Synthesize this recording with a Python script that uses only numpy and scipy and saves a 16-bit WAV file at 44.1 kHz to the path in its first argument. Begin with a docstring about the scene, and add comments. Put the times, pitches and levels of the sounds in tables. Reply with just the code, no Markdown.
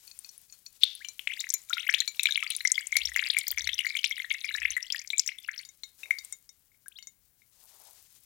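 """In a small kitchen, grated cucumber is wrung in a cloth over a china bowl and, at the end, untwisted.
Juice falls into the pool and traps bubbles: some plop at a nearly steady pitch, others chirp upward.
Plops knock the bowl into ringing tones, stray drops tick on the china and tiny beads burst.
Shaped noise makes the rustling cloth, the sliding hands, the shuddering worktop and the room.
The microphone feeds mostly the left channel."""
import sys
import numpy as np
from scipy import signal
from scipy.fft import rfft, irfft, next_fast_len
from scipy.io import wavfile
from scipy.ndimage import uniform_filter1d, minimum_filter1d

SR = 44100
rng = np.random.default_rng(int(sys.argv[2]) if len(sys.argv) > 2 else 0)


def dump_mix(stems):
    """Bounce the given channels to the path in sys.argv[1] as a 16-bit WAV at rate SR."""
    frames = np.atleast_2d(stems).T  # one column per channel
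    limited = np.clip(frames, -1, 1)  # hard clip at full scale
    pcm = np.round(limited * 32767).astype(np.int16)
    wavfile.write(sys.argv[1], SR, pcm)


N = 363809
TIME = np.arange(N) / SR
CUTOFF_HZ = 16200   # top of the sound
CHIRP_RISE = 0.8    # octaves that a chirp climbs

# ringing tones of the china; the lowest two start higher and sink to these pitches:
# (pitch [Hz], relative level [dB], time to fade by 60 dB [s])
CHINA_MODES = [(2155, -1.5, 0.085), (3720, -7.5, 0.096), (5810, -5, 0.05), (6570, -5.5, 0.044),
               (6980, -6, 0.1), (8530, -5.5, 0.046)]
# each squeeze starts a gush that holds steady, then dries up: (start [s], end [s], level [dB])
SQUEEZE_GUSHES = [(1.263, 1.46, -48.5), (1.774, 2.048, -46), (2.177, 2.86, -46.5), (2.93, 5.004, -41),
                  (5.117, 5.599, -54)]
# bubbles of nearly steady pitch, low or high:
# (time [s], level [dB], starting pitch [Hz], life [ms])
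STEADY_PLOPS = [(0.8343, -12.5, 3390, 2.2), (0.8388, -18.5, 3930.0, 1.15), (1.1937, -27.5, 2760, 0.99),
                (1.4049, -27, 6840, 1.2), (1.4903, -32.5, 5700, 0.87), (1.7042, -35, 1340, 11),
                (1.7328, -24, 3590, 2.4), (1.769, -34.5, 1377, 7.6), (1.891, -34, 2980, 4.4),
                (1.9396, -15, 2416, 3), (1.9837, -37.5, 3560, 2.9), (2.0039, -22.5, 3860, 2.5),
                (2.0034, -26.5, 6600, 2.9), (2.1946, -28.5, 3650, 4.6), (2.1949, -23, 2420, 2.9),
                (2.2333, -15, 8000, 0.33), (2.2561, -23.5, 3670, 2.2), (2.2562, -21.5, 2240, 5.1),
                (2.288, -33.5, 1580, 6.6), (2.3087, -29.5, 3640.0, 3.3), (2.3226, -26.5, 3624, 2.3),
                (2.3757, -25.5, 2187, 4.0), (2.431, -38, 1205.0, 7.6), (2.502, -40, 4000, 5.0),
                (2.5057, -33, 8400, 1.0), (2.606, -36, 3900, 2.7), (2.6511, -21.5, 1973, 5.6),
                (2.7791, -25.5, 2060, 4.5), (2.925, -28, 2086, 5.7), (2.9552, -27, 2100, 8.2),
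                (2.968, -22, 2080, 3), (2.968, -16.5, 4270, 0.53), (3.0548, -23.5, 5300, 2.8),
                (3.1617, -19, 1893, 2.2), (3.2639, -26.0, 2360, 1.8), (3.3673, -21.5, 2175, 3.5),
                (3.3783, -33, 2080, 4.3), (3.3869, -17, 8000, 0.48), (3.5755, -26.5, 2130.0, 2.24),
                (3.69, -29, 1924, 3.1), (3.7906, -22.0, 2750, 3.6), (3.8476, -31.5, 1900.0, 6.1),
                (3.8663, -25.5, 2080, 3.4), (3.9517, -29.5, 2200, 5.8), (3.9695, -23, 2940, 1.05),
                (4.0428, -26.5, 5230, 2), (4.1104, -31.5, 2100, 6.3), (4.1997, -32, 1980, 4.6),
                (4.3099, -30.5, 2130, 6.7), (4.4436, -31.5, 2235, 6.2), (4.541, -35, 3700, 7.9),
                (4.5496, -28.5, 1680, 6.0), (4.705, -29.5, 5980, 2.6), (4.7663, -26.5, 1912, 8),
                (4.9232, -25.5, 4995, 3), (5.1031, -27, 3610, 1.54), (5.1321, -33, 2245, 12.7),
                (5.1816, -22.5, 6960, 2.4), (5.196, -21.5, 6430, 2.2), (5.263, -31, 6730, 1.6),
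                (5.2763, -24.0, 5400, 1.7), (5.578, -38.5, 5250, 5), (5.5908, -37.5, 4310, 3.3),
                (6.1077, -21.5, 2070, 4.6), (6.86, -49.5, 1526, 9.0)]


def from_db(db):
    """Turn decibels into a gain."""
    return 10 ** (np.asarray(db) / 20)


def rms_one(x):
    """Scale a sound to an average strength (rms) of 1."""
    return x / np.sqrt(np.mean(x ** 2) + 1e-20)


def add(track, s, sound):
    """Mix a sound into a track at time s."""
    start = int(np.clip(s * SR, 0, N - 1))
    track[start:start + len(sound)] += sound[:N - start]


def high_pass(x, order, hz):
    """Remove what lies below a frequency."""
    return signal.sosfilt(signal.butter(order, hz, "high", fs=SR, output="sos"), x)


def band(x, low_hz, high_hz):
    """Keep what lies between two frequencies."""
    edges = [low_hz, min(high_hz, SR / 2 - 1)]
    return signal.sosfilt(signal.butter(2, edges, "band", fs=SR, output="sos"), x + 1e-18)


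def resonate(x, hz, width):
    """Pass a sound through one resonance, with gain 1 at its peak and its width in Hz."""
    r = np.exp(-np.pi * width / SR)
    feed = np.array([1, 0, -1]) * (1 - r * r) / 2
    feedback = [1, -2 * r * np.cos(2 * np.pi * hz / SR), r * r]
    return signal.lfilter(feed, feedback, x + 1e-18)


def noise(colour):
    """Noise with a given spectrum, rms 1."""
    hz, level_db = np.transpose(colour)
    size = next_fast_len(N)
    grid_hz = np.maximum(np.arange(size // 2 + 1) * SR / size, 1)
    shape = from_db(np.interp(np.log(grid_hz), np.log(hz), level_db))
    return rms_one(irfft(rfft(rng.standard_normal(size)) * shape, size)[:N])


def narrow_noise(hz, width):
    """Noise sent twice through one resonance, rms 1."""
    once = resonate(rng.standard_normal(N), hz, width)
    return rms_one(resonate(once, hz, width))


def grains(per_s, spread_db):
    """Random clicks, most small and a few large."""
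    sizes = from_db(spread_db * np.minimum(rng.exponential(1, N), 4))
    return (rng.random(N) < per_s / SR) * sizes * rng.choice([-1, 1], N)


def wander(points):
    """A random curve drawn through evenly spaced points."""
    return np.interp(TIME, np.linspace(0, TIME[-1], points), rng.standard_normal(points))


def bell(s, half):
    """A bell-shaped rise and fall around time s."""
    return np.exp(-((TIME - s) / half) ** 2)


def swells(rows):
    """Gain at every sample from bell-shaped swells."""
    return sum(from_db(db) * bell(s, half) for s, db, half in rows)


def room_hush(level_db):
    """The quiet room is steady noise with its own spectrum."""
    # the room's spectrum: (frequency [Hz], relative level per Hz [dB])
    room_colour = [(15,-33), (30,1), (120,-4.5), (400,-16.5), (1040,-22), (2000,-20), (4600,-29.5),
                   (16000,-10.5)]
    return from_db(level_db) * noise(room_colour)


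def cloth_motion(held_db=-79.5):
    """How hard the cloth moves, as a gain; a faint rub remains while it is held still."""
    # the cloth shifts under the hands, each time swelling and fading:
    # (time [s], level [dB], half length [s])
    shifts = [(0.05, -69.5, 0.3), (2.4, -66, 2.27), (6.14, -67, 0.25), (7.62, -70.5, 0.087),
              (7.87, -62, 0.17), (8.2, -72.5, 0.14)]
    return from_db(held_db) + swells(shifts)


def cloth(rub_db=2.0, crackle_db=0.0, catch_db=3.5):
    """Fibres catch and slide with a soft uneven hiss, and wet threads crackle as they shift."""
    # the cloth's spectrum: (frequency [Hz], relative level per Hz [dB])
    cloth_colour = [(150,-43.5), (300,-11), (800,-9.5), (1700,-6.5), (4000,0), (7000,2), (16000,-5)]
    crackle = rms_one(band(grains(per_s=260, spread_db=3.5), 8000, 15500))
    rub = from_db(rub_db + catch_db * wander(400)) * noise(cloth_colour)
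    return cloth_motion() * (rub + from_db(crackle_db) * crackle)


def plop(hz, life_ms, snap_db=-13):
    """A bubble pinches off with a snap, crisper if small, and rings out at nearly one pitch."""
    attack_cycles, rise_octaves = 0.45, 0.12   # build-up of the tone; climb in one life
    snap_hz, snap_s, brightness = 4000, 0.0006, 0.94   # brightness: 0 white, 1 all treble
    life = life_ms / 1000
    t = np.arange(int(3 * life * SR) + 2) / SR
    pitch = hz * 2 ** (rise_octaves * t / life)
    tone = np.sin(2 * np.pi * np.cumsum(pitch) / SR)
    envelope = (1 - np.exp(-t * hz / attack_cycles)) * np.exp(-(t / life) ** 2)
    hiss = signal.lfilter([1, -brightness], [1], rng.standard_normal(256))
    crack = np.resize(hiss, len(t)) * np.exp(-t / snap_s)
    crack *= np.sqrt(min(hz / snap_hz, 1))   # bigger, lower bubbles snap more softly
    return envelope * tone + from_db(snap_db) * crack


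def china(s, gains):
    """One knock on the bowl at time s makes its tones ring and fade, with a gain for each."""
    # the bowl's two lowest tones sink as it fills: (time [s], pitch ratio)
    filling = [(.7, 1.17), (1.05, 1.095), (6, 1)]
    t = np.arange(SR // 10) / SR
    hz, mode_db, t60 = np.transpose(CHINA_MODES)
    lowest_two = np.arange(len(hz)) < 2
    hz = hz * np.where(lowest_two, np.interp(s, *np.transpose(filling)), 1)
    tones = np.sin(2 * np.pi * np.outer(t, hz))
    fades = np.exp(-np.log(1000) * np.outer(t, 1 / t60))
    return (tones * fades) @ (gains * from_db(mode_db))


def ticks(splash_db=3.5, splash_cycles=12.0, ring_db=-5.0):
    """Each drop splashes on the china and rings most strongly the tones near its own pitch."""
    # drops that tick on the china: (time [s], level before offsets [dB], splash pitch [Hz])
    drops = [(0.077, -45.5, 4300), (0.1132, -44, 4300), (0.2463, -42, 4270), (0.291, -42.5, 5400),
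             (0.5247, -43.5, 6530), (0.499, -53, 4440), (0.663, -40, 4250), (1.047, -34, 2860),
             (1.086, -33, 5750), (1.539, -21.5, 6620), (2.0774, -24, 4070), (2.5191, -33, 3840),
             (5.6505, -43.5, 4520), (5.6898, -43, 6200), (5.835, -33, 3915), (6.0327, -36.5, 2460),
             (6.057, -44.5, 2180), (6.1862, -33, 4490), (6.325, -29.5, 8000), (6.4916, -45.5, 5200),
             (6.7171, -67.5, 2100), (6.745, -68, 2125), (6.9865, -42, 2860), (7.0256, -45, 4220),
             (7.0716, -40, 6300), (7.419, -63, 2150)]
    out = np.zeros(N)
    modes_hz = np.array(CHINA_MODES)[:, 0]
    for s, db, hz in drops:
        add(out, s, from_db(db + splash_db) * plop(hz, 1000 * splash_cycles / hz))
        nearness = 1 / (1 + np.log2(modes_hz / hz) ** 2)
        uneven_db = rng.normal(0, 3.4, len(CHINA_MODES))
        add(out, s, china(s, from_db(db + ring_db + uneven_db) * nearness))
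    return out


def echo_tail(db, t60, delay_s):
    """Dense random echoes that start after a delay and fade by 60 dB in t60 seconds."""
    t = np.arange(SR // 2) / SR
    echoes = rng.standard_normal(len(t)) * np.exp(-np.log(1000) * t / t60) * (t > delay_s)
    return from_db(db) * echoes / np.sqrt(np.sum(echoes ** 2))


def kitchen(x, split_hz=3700):
    """Quick reflections from bowl and hands, then the room's tail, shorter in the treble."""
    near = echo_tail(db=-8.5, t60=0.016, delay_s=0.0027)
    room = band(echo_tail(db=-13.5, t60=0.31, delay_s=0.012), 200, split_hz)
    treble = band(echo_tail(db=-30.0, t60=0.08, delay_s=0.0076), split_hz, CUTOFF_HZ)
    return signal.fftconvolve(x, near + room + treble)[:N]


def bursts(level_db=16.0, cycles=8.3):
    """Each bead bursts with one short, bright tick."""
    # fine beads, too light to ring the china: (time [s], level before offset [dB], pitch [Hz])
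    beads = [(0.19, -42.5, 8930), (0.379, -51, 9900), (0.9522, -45, 9850), (1.5405, -31.5, 11360),
             (1.6972, -41, 6650), (2.5037, -33.5, 9100), (2.5646, -33, 9400), (2.9672, -30.5, 10460),
             (3.4805, -29.5, 13800), (3.5149, -28.5, 14000), (6.2486, -44.5, 8200), (6.8828, -44.5, 9220)]
    out = np.zeros(N)
    for s, db, hz in beads:
        add(out, s, from_db(db + level_db) * plop(hz, 1000 * cycles / hz))
    return out


def hissing_wash(s=0.818, level_db=-41.5, swell_s=0.0043, fade_s=0.088, hz=3600, width=1900):
    """A short hissing wash around the first loud plop, fading quickly: dense resonant clicks."""
    clicks = grains(per_s=1500, spread_db=2)
    hiss = rms_one(resonate(resonate(clicks, hz, width), hz, width))
    envelope = np.exp(-np.maximum((s - TIME) / swell_s, (TIME - s) / fade_s))
    return from_db(level_db) * envelope * hiss


def chirp(hz, length_ms):
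    """A climbing bubble swells and bends upward ever faster until it reaches the surface."""
    bend = 1.3   # above 1, the climb steepens
    way = np.linspace(0, 1, int(length_ms / 1000 * SR) + 2)
    pitch = hz * 2 ** (CHIRP_RISE * way ** bend)
    envelope = np.sqrt(np.abs(np.sin(np.pi * way))) * np.exp(-way / 2)
    return envelope * np.sin(2 * np.pi * np.cumsum(pitch) / SR)


def drips():
    """Drips trap bubbles, sometimes two at once, which plop or chirp."""
    # bubbles that climb to the surface: (time [s], level [dB], starting pitch [Hz], length [ms])
    climbers = [(1.005, -49.0, 1510, 25), (1.273, -21.5, 1970, 2.7), (1.2967, -38.5, 1945, 25),
                (1.333, -35.0, 2330, 6.6), (1.369, -44, 1710, 10.4), (1.392, -39, 3550, 17),
                (1.4394, -36.5, 1769, 6.4), (1.5028, -20.5, 5370, 1.4), (1.7291, -29.0, 1900.0, 2.2),
                (1.7384, -35.5, 3340, 4.5), (1.7805, -31.5, 2080, 5.3), (1.792, -37.5, 2410, 20),
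                (1.836, -47, 1820, 15), (1.8664, -34, 1907, 14.6), (1.89, -20, 1516, 8.3),
                (1.9394, -21, 2350, 8.4), (2.2695, -22, 2376, 2.5), (2.3565, -22, 2450, 3.3),
                (2.4263, -24, 1980, 2.8), (2.4644, -32.0, 1910, 5.4), (2.6735, -21, 4730, 2.4),
                (2.7178, -15.5, 5880, 2.5), (2.8697, -29.5, 6270, 2.4), (2.9683, -26, 4778, 3.9),
                (3.1927, -22.5, 1960, 4.5), (3.2998, -23.5, 3180, 6.8), (3.6711, -29.5, 1660, 5.3),
                (4.042, -18.5, 2180, 3.3), (4.5806, -34.5, 1881, 7.8), (4.651, -21.5, 1776, 7.6),
                (5.1945, -16.5, 4710, 3.5), (5.2888, -30.5, 1970.0, 5.4), (5.4859, -27.5, 1460, 7.8),
                (6.917, -59, 2360, 10.7), (6.955, -55, 3210, 29)]
    out = np.zeros(N)
    for rows, bubble in ((STEADY_PLOPS, plop), (climbers, chirp)):
        for s, db, hz, ms in rows:
            add(out, s, from_db(db) * bubble(hz, ms))
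    return out


def hollow(x):
    """The bowl's hollow reinforces what falls within its broad resonances."""
    # resonances added to the sound: (centre [Hz], width [Hz], level [dB])
    resonances = [(2198, 220, 5.5), (3700, 1100, 4.5), (5440, 410, -15), (7800, 11000, 1.5)]
    return x + sum(from_db(db) * resonate(x, hz, width) for hz, width, db in resonances)


def flow_db(s):
    """Strength of the stream at times s: each gush starts fast, holds and dries up quickly."""
    onset_db_per_s, dry_db_per_s = 298, 118
    gushes = [db - onset_db_per_s * np.maximum(start - s, 0) - dry_db_per_s * np.maximum(s - end, 0)
              for start, end, db in SQUEEZE_GUSHES]
    return np.max(gushes, axis=0)


def birth_times(per_s):
    """When small bubbles form: some just after a plop, the rest at any moment of the stream."""
    satellite_share, satellite_delay_s, tail_s = 0.3, 0.018, 0.056   # the delay is an average
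    first, last = SQUEEZE_GUSHES[0][0], SQUEEZE_GUSHES[-1][1] + tail_s
    parents = np.array([s for s, *_ in STEADY_PLOPS if first < s < last])
    kind, place, wait = rng.random((int(per_s * (last - first)), 3)).T
    chosen = parents[(place * len(parents)).astype(int)]
    satellites = chosen - satellite_delay_s * np.log(1 - wait)
    return np.where(kind < satellite_share, satellites, first + place * (last - first))


def swarm(per_s, level_db, spread_db, middle_hz, octaves, cycles, climbing, follows):
    """Random bubbles, shorter when higher; a share climbs, and loudness follows part of the flow."""
    reference_db, snap_db = -45, -19   # flow at which the level is set; softer snap
    out = np.zeros(N)
    times = birth_times(per_s)
    chances = rng.random((len(times), 4))
    for s, stream_db, (size, loud, length, climb) in zip(times, flow_db(times), chances):
        hz = middle_hz * 2 ** (octaves * (2 * size - 1))
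        life_ms = 1000 * cycles / hz * 2 ** (2 * length - 1)
        db = reference_db + follows * (stream_db - reference_db)
        db += level_db + spread_db * (loud ** 2 - 0.5)
        if climb < climbing:
            bubble = chirp(hz * 2 ** (-CHIRP_RISE / 4), 1.6 * life_ms)
        else:
            bubble = plop(hz, life_ms, snap_db)
        add(out, s, from_db(db) * bubble)
    return out


def trickle():
    """The stream makes soft plips and a spatter of bursting beads, which weakens less at low flow."""
    plips = swarm(per_s=150, level_db=2.5, spread_db=20.5, middle_hz=3292, octaves=0.96,
                  cycles=7, climbing=0.25, follows=0.98)
    spatter = swarm(per_s=55, level_db=3.0, spread_db=18.5, middle_hz=9250, octaves=0.57,
                    cycles=4, climbing=0, follows=0.26)
    return plips + spatter


def bowl_ring(strike_db=-23.0, uneven_db=5.0):
    """Once the first gush starts, each plop knocks the china through the pool, each tone unevenly."""
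    out = np.zeros(N)
    for s, db, *_ in STEADY_PLOPS:
        if s > SQUEEZE_GUSHES[0][0]:
            tone_db = uneven_db * rng.standard_normal(len(CHINA_MODES))
            add(out, s, china(s, from_db(db + strike_db + tone_db)))
    return out


def worktop(hz=67, width=22):
    """The worktop shudders under the straining arms: brief swells of one low resonance."""
    # (time [s], level [dB], half length [s])
    shudders = [(3.065,-62.5,0.11), (3.648,-55.5,0.1), (4.654,-62,0.091)]
    return narrow_noise(hz, width) * swells(shudders)


def hands(uneven_db=3.0):
    """Skin slides over the cloth with a dull, uneven rub."""
    # hands sliding as they change grip: (time [s], level [dB], half length [s], centre [Hz])
    grips = [(6.096,-69.5,0.057,547), (7.685,-75.5,0.11,739), (7.863,-67.5,0.11,710)]
    slip = wander(250)
    rubs = sum(from_db(db) * bell(s, half) * narrow_noise(hz, width=0.9 * hz)
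               for s, db, half, hz in grips)
    return rubs * from_db(uneven_db * slip)


def scene(floor_db=-70.0, right_floor_db=-102.0, low_cut_hz=1000):
    """Juice, cloth and room, heard far more on the left."""
    # how much louder left is than right: (time [s], difference [dB])
    balance = [(0, 26), (1, 20.5), (6.3, 21), (7.6, 25.5)]
    juice = hollow(drips() + trickle()) + bowl_ring() + ticks() + bursts() + hissing_wash()
    juice = high_pass(juice, 3, low_cut_hz)   # tiny sources radiate little bass
    sound = juice + kitchen(juice) + cloth() + hands() + worktop() + room_hush(floor_db)
    right_share = from_db(-np.interp(TIME, *np.transpose(balance)))
    left = 2 * sound / (1 + right_share)
    right = left * right_share + room_hush(right_floor_db)
    return np.array([left, right])


def record(dry):
    """A fast limiter holds the loudest peaks, then the top of the treble is cut."""
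    limit, window = 0.98, 65   # full scale is 1; window in samples
    allowed = limit / np.maximum(np.abs(dry).max(axis=0), limit)
    gain = uniform_filter1d(minimum_filter1d(allowed, size=window), size=window)
    top_cut = signal.ellip(10, 0.1, 80, CUTOFF_HZ, fs=SR, output="sos")
    return signal.sosfilt(top_cut, dry * gain)


dry = scene()
out = record(dry)
dump_mix(out)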